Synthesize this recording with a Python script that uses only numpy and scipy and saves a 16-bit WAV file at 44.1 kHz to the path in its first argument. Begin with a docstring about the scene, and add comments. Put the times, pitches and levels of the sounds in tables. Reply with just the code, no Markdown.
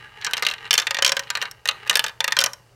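"""A carpeted room, close to a plastic marble run with marbles running down it. Rolling over tiny bumps, they
keep the bowl ringing and make it sing. They drop through hollow towers in quick clusters of clacks: glass on
plastic excites the thin shell, the short modes of each piece of track and the air in the tubes. Under it all
lies a faint mains hum."""
import sys
import numpy as np
from scipy import signal
from scipy.fft import rfft, irfft
from scipy.io import wavfile

SR = 44100
rng = np.random.default_rng(int(sys.argv[2]) if len(sys.argv) > 2 else 0)


def generate_wav(sig):
    """Save sig (samples, or channels by samples) to the path in sys.argv[1] as 16-bit PCM at SR."""
    pcm = np.round(np.clip(np.atleast_2d(sig).T, -1, 1) * 32767).astype(np.int16)
    wavfile.write(sys.argv[1], SR, pcm)


N = 121275
STRIKE_SPREAD_DB, DETUNE = 2.5, .003


def amp(db):
    """Decibels to gain."""
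    return 10 ** (np.asarray(db) / 20)


def unit(x):
    """Scales to rms 1."""
    return x / np.sqrt(np.mean(x ** 2) + 1e-20)


def read(points, hz):
    """Interpolates a table on a log-frequency axis."""
    points_hz, value = np.transpose(points)
    return np.interp(np.log(hz + 1), np.log(points_hz + 1), value)


def add(mix, start_s, sound):
    """Lays a sound into the mix."""
    part = mix[round(start_s * SR):][:len(sound)]
    part += sound[:len(part)]


def colour(x, points):
    """Minimum-phase filter from rows of freq_hz, gain_db."""
    size = 2048
    log_gain = np.log(amp(read(points, abs(np.fft.fftfreq(size, 1 / SR)))))
    taps = np.fft.ifft(np.exp(np.conj(signal.hilbert(log_gain)))).real
    return signal.fftconvolve(x, taps[:size // 2])[:len(x)]


def dying_noise(decay, count):
    """Noise decaying per frequency, from rows of freq_hz, t60_s."""
    hz, t, spectrum = signal.stft(rng.standard_normal(count), SR, nperseg=128)
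    fade = np.exp(-np.log(1000) * t / np.maximum(read(decay, hz), 1e-3)[:, None])
    return signal.istft(spectrum * fade, SR)[1][:count]


def ring(modes, t):
    """Damped modes struck at a random spot."""
    hz, db, t60_s = np.transpose(modes)[:, :, None]
    spot, shift, side = rng.standard_normal((3, len(modes), 1))
    waves = np.sign(side) * np.sin(2 * np.pi * hz * (1 + DETUNE * shift) * t)
    fade = np.exp(-np.log(1000) * t / t60_s)
    return (amp(db + STRIKE_SPREAD_DB * spot) * fade * waves).sum(0)


# Rolling loudness: time_s, level_db
ROLL_LEVELS = [(0, -44.5), (.14, -50), (.24, -39), (.55, -46.5), (.67, -38), (.72, -64.5), (1.25, -45.5),
               (1.45, -38.5), (1.54, -56), (1.65, -61), (1.73, -43), (1.87, -42), (2.05, -46),
               (2.18, -64.5), (2.45, -55), (2.6, -63.5), (2.75, -70)]
# Rolling spectrum: freq_hz, gain_db
ROLL_SPECTRUM = [(100, -8.5), (180, -1.5), (290, -12.5), (450, -4.5), (700, 1.5), (1000, -1.5), (1700, 2),
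                 (2800, 0.5), (4000, -11), (6500, -22), (10000, -26), (16000, -38.5)]
# Bowl modes under a rolling marble: freq_hz, gain_db, t60_s
ROLLING_MODES = [(444, -6.5, 0.073), (842, -0.5, 0.028), (1194, -3.5, 0.059), (1570, 0, 0.038),
                 (1840, 0, 0.045), (2760, 2.5, 0.015), (3025, -3, .04), (3870, -1, 0.054), (4100, -10, .03)]
BUMPS_PER_S, BUMP_SPREAD_DB, ROLL_RING_DB = 1400, 4, -7


def rolling():
    """Tiny bumps under a rolling marble keep the bowl ringing."""
    bumps = rng.standard_normal(N) * amp(BUMP_SPREAD_DB * np.minimum(rng.exponential(1, N), 4))
    bumps *= rng.random(N) < BUMPS_PER_S / SR
    ringing = signal.fftconvolve(bumps, ring(ROLLING_MODES, np.arange(SR // 10) / SR))[:N]
    roll = colour(unit(bumps) + amp(ROLL_RING_DB) * unit(ringing), ROLL_SPECTRUM)
    level_db = np.interp(np.arange(N) / SR, *np.transpose(ROLL_LEVELS))
    return unit(roll) * amp(level_db)


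# Main bowl resonance: time_s, pitch_hz, level_db
BOWL_GLIDE = [(0, 1680, -69), (0.059, 1636, -43), (.11, 1653, -60), (.16, 1677, -60), (0.209, 1690, -51),
              (.25, 1720, -38), (0.271, 1623, -29), (.29, 1552, -40), (.33, 1512, -38), (.38, 1430, -76)]
BOWL_WIDTH_HZ = 35


def bowl():
    """The bowl sings a fuzzy note that shifts as the marble circles and leaves it."""
    time_s, pitch_hz, level_db = np.transpose(BOWL_GLIDE)
    t = np.arange(round(time_s[-1] * SR)) / SR
    drive = rng.standard_normal(N) + 1j * rng.standard_normal(N)
    fuzz = signal.lfilter([1], [1, -np.exp(-np.pi * BOWL_WIDTH_HZ / SR)], drive)[-len(t):]
    phase = 2 * np.pi * np.cumsum(np.interp(t, time_s, pitch_hz)) / SR
    note = (fuzz * np.exp(1j * phase)).real
    return unit(note) * amp(np.interp(t, time_s, level_db))


# Still air: freq_hz, gain_db
AIR_SPECTRUM = [(15, -45), (25, -16.5), (108, -5), (145, -10), (249, -23), (354, -18.5), (405, -14.5),
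                (1230, -21.5), (2280, -29), (4140, -33), (4490, -26), (5000, -29), (16000, -42.5)]
AIR_DB, HUM_DB, HUM_HZ, WAVER_DEPTH, WAVER_MAX_HZ = -57.5, -60.5, 120, 0.39, 8


def air_and_hum():
    """Still air and a wavering mains hum."""
    hz = np.fft.rfftfreq(N, 1 / SR)
    air = irfft(rfft(rng.standard_normal(N)) * amp(read(AIR_SPECTRUM, hz)), N)
    waver = unit(irfft(rfft(rng.standard_normal(N)) * (hz < WAVER_MAX_HZ), N))
    hum = np.sin(2 * np.pi * HUM_HZ * np.arange(N) / SR) * (1 + WAVER_DEPTH * waver)
    return amp(AIR_DB) * unit(air) + amp(HUM_DB) * unit(hum)


# Shell spectrum: freq_hz, gain_db
SHELL_SPECTRUM = [(60, -28), (150, -12), (300, -29), (470, -14), (750, -13), (1100, -8.5), (1700, -3),
                  (3000, -2), (4800, -1), (6200, -0.5), (8000, -9.5), (10500, -18), (12500, -14),
                  (16000, -24)]
# Shell damping: freq_hz, t60_s
SHELL_DECAY = [(200, 0.19), (900, 0.064), (1900, 0.062), (3400, 0.035), (6200, 0.024), (9000, 0.024),
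               (14000, 0.011)]
SNAP_S, SNAP_DB = .0009, -19.5
SPOT_SPREAD_DB, SPOT_STEP_HZ = 1.5, 576.4


def clatter():
    """A snap spreads through the thin shell's crowded modes; the colour differs from spot to spot."""
    shell = dying_noise(SHELL_DECAY, count=6000)
    t = np.arange(len(shell)) / SR
    snap = 1 + amp(SNAP_DB) * np.exp(-t / SNAP_S)
    shell = colour(shell * snap, SHELL_SPECTRUM)
    spot_db = SPOT_SPREAD_DB * rng.standard_normal(size=32)
    spot_hz = SPOT_STEP_HZ * np.arange(len(spot_db))
    return unit(colour(shell, np.transpose([spot_hz, spot_db])))


# Limits of the body, clack, edge and tick bands: freq_hz
BAND_LIMITS_HZ = [400, 2000, 4800, 8000, 16000]
ONSET_S = .008


def set_bands(blow, levels_db):
    """Equalises a blow so that its onset has the given band levels."""
    count = round(ONSET_S * SR)
    power = abs(rfft(blow[:count], 2 * count)) ** 2 / count ** 2
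    hz = np.fft.rfftfreq(2 * count, 1 / SR)
    curve = []
    for low_hz, high_hz, level_db in zip(BAND_LIMITS_HZ, BAND_LIMITS_HZ[1:], levels_db):
        band_power = power[(hz >= low_hz) & (hz < high_hz)].sum()
        gain_db = level_db - 10 * np.log10(band_power + 1e-15)
        curve += [(low_hz * 1.1, gain_db), (high_hz / 1.1, gain_db)]
    return colour(blow, curve)


# Modes of each track piece: freq_hz, gain_db, t60_s
CHUTE = [(968, -11, 0.076), (1195, -7, 0.069), (1475, -8, 0.062), (1545, -3, 0.06), (1711, -5, 0.057),
         (1803, -5, 0.056), (2094, -5, 0.052), (2470, -5, 0.048), (2793, -1, 0.045), (3111, -2, 0.043),
         (3875, 0, 0.038), (4236, -2, 0.036), (5706, -3, 0.031), (7229, -9, 0.028)]
TOWER = [(452, -22, 0.112), (899, -13, 0.079), (1238, -13, 0.067), (1706, -2, 0.057), (2444, -6, 0.048),
         (2691, -4, 0.046), (2912, -4, 0.044), (3073, -3, 0.043), (3542, 0, 0.04), (4484, -2, 0.035),
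         (5092, -6, 0.033), (5507, -3, 0.032), (6212, -4, 0.03), (7288, -10, 0.028)]
STEPS = [(549, -16, 0.101), (893, -10, 0.079), (1006, -13, 0.075), (1243, -9, 0.067), (1577, -10, 0.06),
         (1679, -9, 0.058), (1830, 0, 0.055), (1954, -5, 0.054), (2444, -7, 0.048), (2772, -5, 0.045),
         (3542, 0, 0.04), (4344, -8, 0.036), (5711, -5, 0.031), (7057, -7, 0.028)]
BASE = [(549, -13, 0.101), (1017, -8, 0.074), (1238, -14, 0.067), (1528, -5, 0.061), (1846, -10, 0.055),
        (2427, -4, 0.048), (2772, -7, 0.045), (3025, -2, 0.043), (3165, 0, 0.042), (4042, -5, 0.037),
        (4516, -7, 0.035), (5523, -2, 0.032), (6196, -5, 0.03), (6756, -5, 0.029)]
SPOUT = [(656, -24, 0.093), (850, -17, 0.081), (1227, -10, 0.068), (1480, -11, 0.062), (2024, -6, 0.053),
         (2519, -5, 0.047), (2788, -1, 0.045), (3057, -5, 0.043), (3590, -4, 0.04), (3865, 0, 0.038),
         (4758, -12, 0.034), (5717, -8, 0.031), (6217, -7, 0.03), (7229, -10, 0.028)]
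# Piece struck, gains relative to the clatter: start_s, modes, ring_db, hollow_db
STRUCK_PIECES = [(0, CHUTE, -3, -34), (.69, TOWER, -1.5, -30), (.85, STEPS, -2.5, -21.5),
                 (1.005, BASE, -2, -17), (1.26, CHUTE, 1, -25), (1.6, SPOUT, 0, -20),
                 (1.947, TOWER, 1, -28), (2.15, STEPS, -1, -19.5), (2.35, BASE, -2.5, -17)]
# Marble impacts: start_s, ping_hz, body_db, clack_db, edge_db, tick_db
IMPACTS = [(0.2135, 2160, -47, -40, -47, -58), (0.222, 1790, -40, -35, -53, -85),
           (0.2467, 1710, -31, -26, -25.5, -34), (0.2656, 1750, -32, -25, -27, -45),
           (0.2712, 1548, -26.5, -34.5, -43, -67), (0.3107, 1580, -39, -41, -42, -46),
           (0.3344, 3145, -27, -18, -28, -30), (0.3687, 2830, -32, -26, -34, -40),
           (0.3779, 5190, -30, -28.5, -32, -41.5), (0.3944, 1860, -39, -39, -46, -55),
           (0.4238, 2070, -22, -22, -29.5, -32.5), (0.4325, 1223, -27.5, -28.5, -33, -46),
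           (0.4417, 1920, -53, -55, -51, -67), (0.4502, 3770, -36, -23, -36, -43),
           (0.4658, 2840, -24.5, -14, -26, -33), (0.4861, 3870, -31.5, -21, -34, -42),
           (0.4993, 3800, -34, -41, -37, -47), (0.512, 2700, -34.5, -24.5, -39, -44.5),
           (0.5224, 2640, -38, -41, -48, -57), (0.5376, 1860, -33, -30, -41.5, -47),
           (0.5815, 1880, -47, -40, -56, -73), (0.653, 2850, -39.5, -39.5, -53, -71),
           (0.6755, 1730, -41.5, -43, -64, -62), (0.7083, 2890, -23.5, -13, -16.5, -26),
           (0.7296, 3050, -27, -16.5, -25, -27), (0.7391, 3150, -25.5, -18.5, -17, -24.5),
           (0.7528, 2700, -29.5, -22.5, -31, -40), (0.7783, 4380, -22.5, -14, -16, -26),
           (0.7875, 3460, -24.5, -20.5, -26.5, -34), (0.7986, 3560, -30.5, -22, -22.5, -36),
           (0.818, 2070, -30, -35, -35, -45), (0.8243, 3600, -38, -29, -56.5, -54),
           (0.869, 3540, -23.5, -19, -29.5, -37), (0.9084, 1850, -24, -21, -26, -34.5),
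           (0.9454, 1870, -25.5, -23, -31, -38), (0.9686, 1870, -26, -26, -36, -46),
           (0.987, 1850, -23, -25, -29, -48), (1.023, 3030, -20, -15.5, -20, -28.5),
           (1.0473, 3166, -25.5, -12.5, -17, -24), (1.0631, 3270, -24, -16.5, -18, -30),
           (1.0774, 5600, -29, -20.5, -21.5, -33), (1.0929, 3470, -26.5, -21.5, -22.5, -36),
           (1.1196, 5530, -21, -20, -19, -32), (1.1675, 1578, -22.5, -22, -27.5, -37.5),
           (1.194, 1860, -27, -27, -27, -37), (1.235, 1590, -64, -42, -50, -63),
           (1.277, 3270, -60, -44, -70, -67), (1.3028, 1566, -25.5, -23.5, -25, -34.5),
           (1.3526, 3850, -26, -21.5, -31.5, -41), (1.372, 1885, -27, -29.5, -39, -43),
           (1.4154, 2825, -30.5, -24, -32, -44), (1.4243, 1860, -24, -25, -33.5, -40),
           (1.4355, 1510, -37, -56, -51, -51.5), (1.4545, 2220, -33, -30.5, -45.5, -56),
           (1.5126, 5570, -45.5, -44.5, -37, -42), (1.6556, 1853, -24.5, -27.5, -33, -38),
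           (1.6753, 2990, -39.5, -29, -36, -36.5), (1.6877, 3920, -23, -13.5, -25.5, -30.5),
           (1.7109, 2600, -36, -30.5, -40, -53), (1.8662, 1690, -34.5, -44, -57, -57),
           (1.8749, 1850, -36, -34, -43, -47), (1.8963, 2930, -23.5, -12, -19, -22),
           (1.9097, 1830, -20, -32, -29, -37), (1.9294, 1850, -30.5, -28, -40.5, -44),
           (1.94, 3020, -39, -33, -41, -47), (1.9552, 3660, -20.5, -14, -18, -22.5),
           (1.9705, 1696, -21.5, -24.5, -28, -26), (1.9935, 3510, -21.5, -15.5, -25.5, -25.5),
           (2.0407, 1700, -24, -23.5, -25.5, -36), (2.064, 3660, -32, -27, -37, -39),
           (2.0815, 3740, -36, -31.5, -40.5, -45), (2.0939, 3550, -36, -37.5, -47, -55),
           (2.2046, 3560, -23.5, -17.5, -26, -34.5), (2.2427, 1865, -21, -21, -26, -31),
           (2.2786, 1840, -22.5, -21, -28, -32.5), (2.3074, 3600, -38, -38, -58, -50),
           (2.322, 1804, -19, -20.5, -23, -32.5), (2.3674, 3270, -19, -19.5, -24.5, -37),
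           (2.3888, 3120, -26, -12.5, -16.5, -23), (2.4045, 5940, -29, -27, -25.5, -32),
           (2.4127, 3610, -32.5, -20.5, -23, -30), (2.4198, 1488, -22, -29.5, -28, -47),
           (2.4394, 5890, -24.5, -19, -18, -23), (2.461, 5630, -25.5, -25.5, -20, -34),
           (2.5333, 5520, -42, -42, -32.5, -43)]
PING_DB, PING_T60_AT_1KHZ_S = -4.5, 0.065
HOLLOW_HZ, HOLLOW_T60_S = 553, 0.066
RISE_S, LOW_CUT_HZ = 0.00039, 282  # the knocks carry little bass


def knock(start_s, ping_hz, levels_db):
    """Glass hits plastic: clatter, the piece's modes, the spot's favoured note and the tube's air."""
    _, modes, ring_db, hollow_db = [row for row in STRUCK_PIECES if row[0] <= start_s][-1]
    blow = clatter()
    t = np.arange(len(blow)) / SR
    ping = [(ping_hz, 0, PING_T60_AT_1KHZ_S / np.sqrt(ping_hz / 1000))]
    hollow = [(HOLLOW_HZ, 0, HOLLOW_T60_S)]
    for gain_db, resonance in (ring_db, modes), (PING_DB, ping), (hollow_db, hollow):
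        blow += amp(gain_db) * unit(ring(resonance, t))
    blow *= np.minimum(t / RISE_S, 1)
    low_cut = signal.butter(2, LOW_CUT_HZ, "highpass", fs=SR, output="sos")
    return set_bands(signal.sosfilt(low_cut, blow), levels_db)


# Room damping: freq_hz, t60_s
ROOM_DECAY = [(200, 0.52), (1000, 0.2156), (4000, 0.2754), (12000, 0.42)]
# Room tail spectrum: freq_hz, gain_db
ROOM_SPECTRUM = [(200, -13.5), (550, -16), (1000, -2.5), (2500, -18), (6000, -25.5), (14000, -24)]


def room(x, rise_s=0.028):
    """The soft, short tail of a carpeted room."""
    tail = dying_noise(ROOM_DECAY, count=SR // 2)
    tail *= np.minimum(np.arange(len(tail)) / SR / rise_s, 1)
    tail = colour(tail / np.linalg.norm(tail), ROOM_SPECTRUM)
    return signal.fftconvolve(x, tail)[:N]


def scene():
    """Rolling, bowl and knocks in the room, over air and hum; mono."""
    track = rolling()
    add(track, 0, bowl())
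    for start_s, ping_hz, *levels_db in IMPACTS:
        add(track, start_s, knock(start_s, ping_hz, levels_db))
    return (track + room(track) + air_and_hum())[None]


CEILING, HIGH_CUT_HZ = .95, 16350


def record(dry):
    """Soft peak limit, then low-pass."""
    limited = dry / (1 + (dry / CEILING) ** 6) ** (1 / 6)
    low_pass = signal.firwin(255, HIGH_CUT_HZ, window=("kaiser", 9), fs=SR)
    return signal.oaconvolve(limited, low_pass[None], "same")


dry = scene()
out = record(dry)
generate_wav(out)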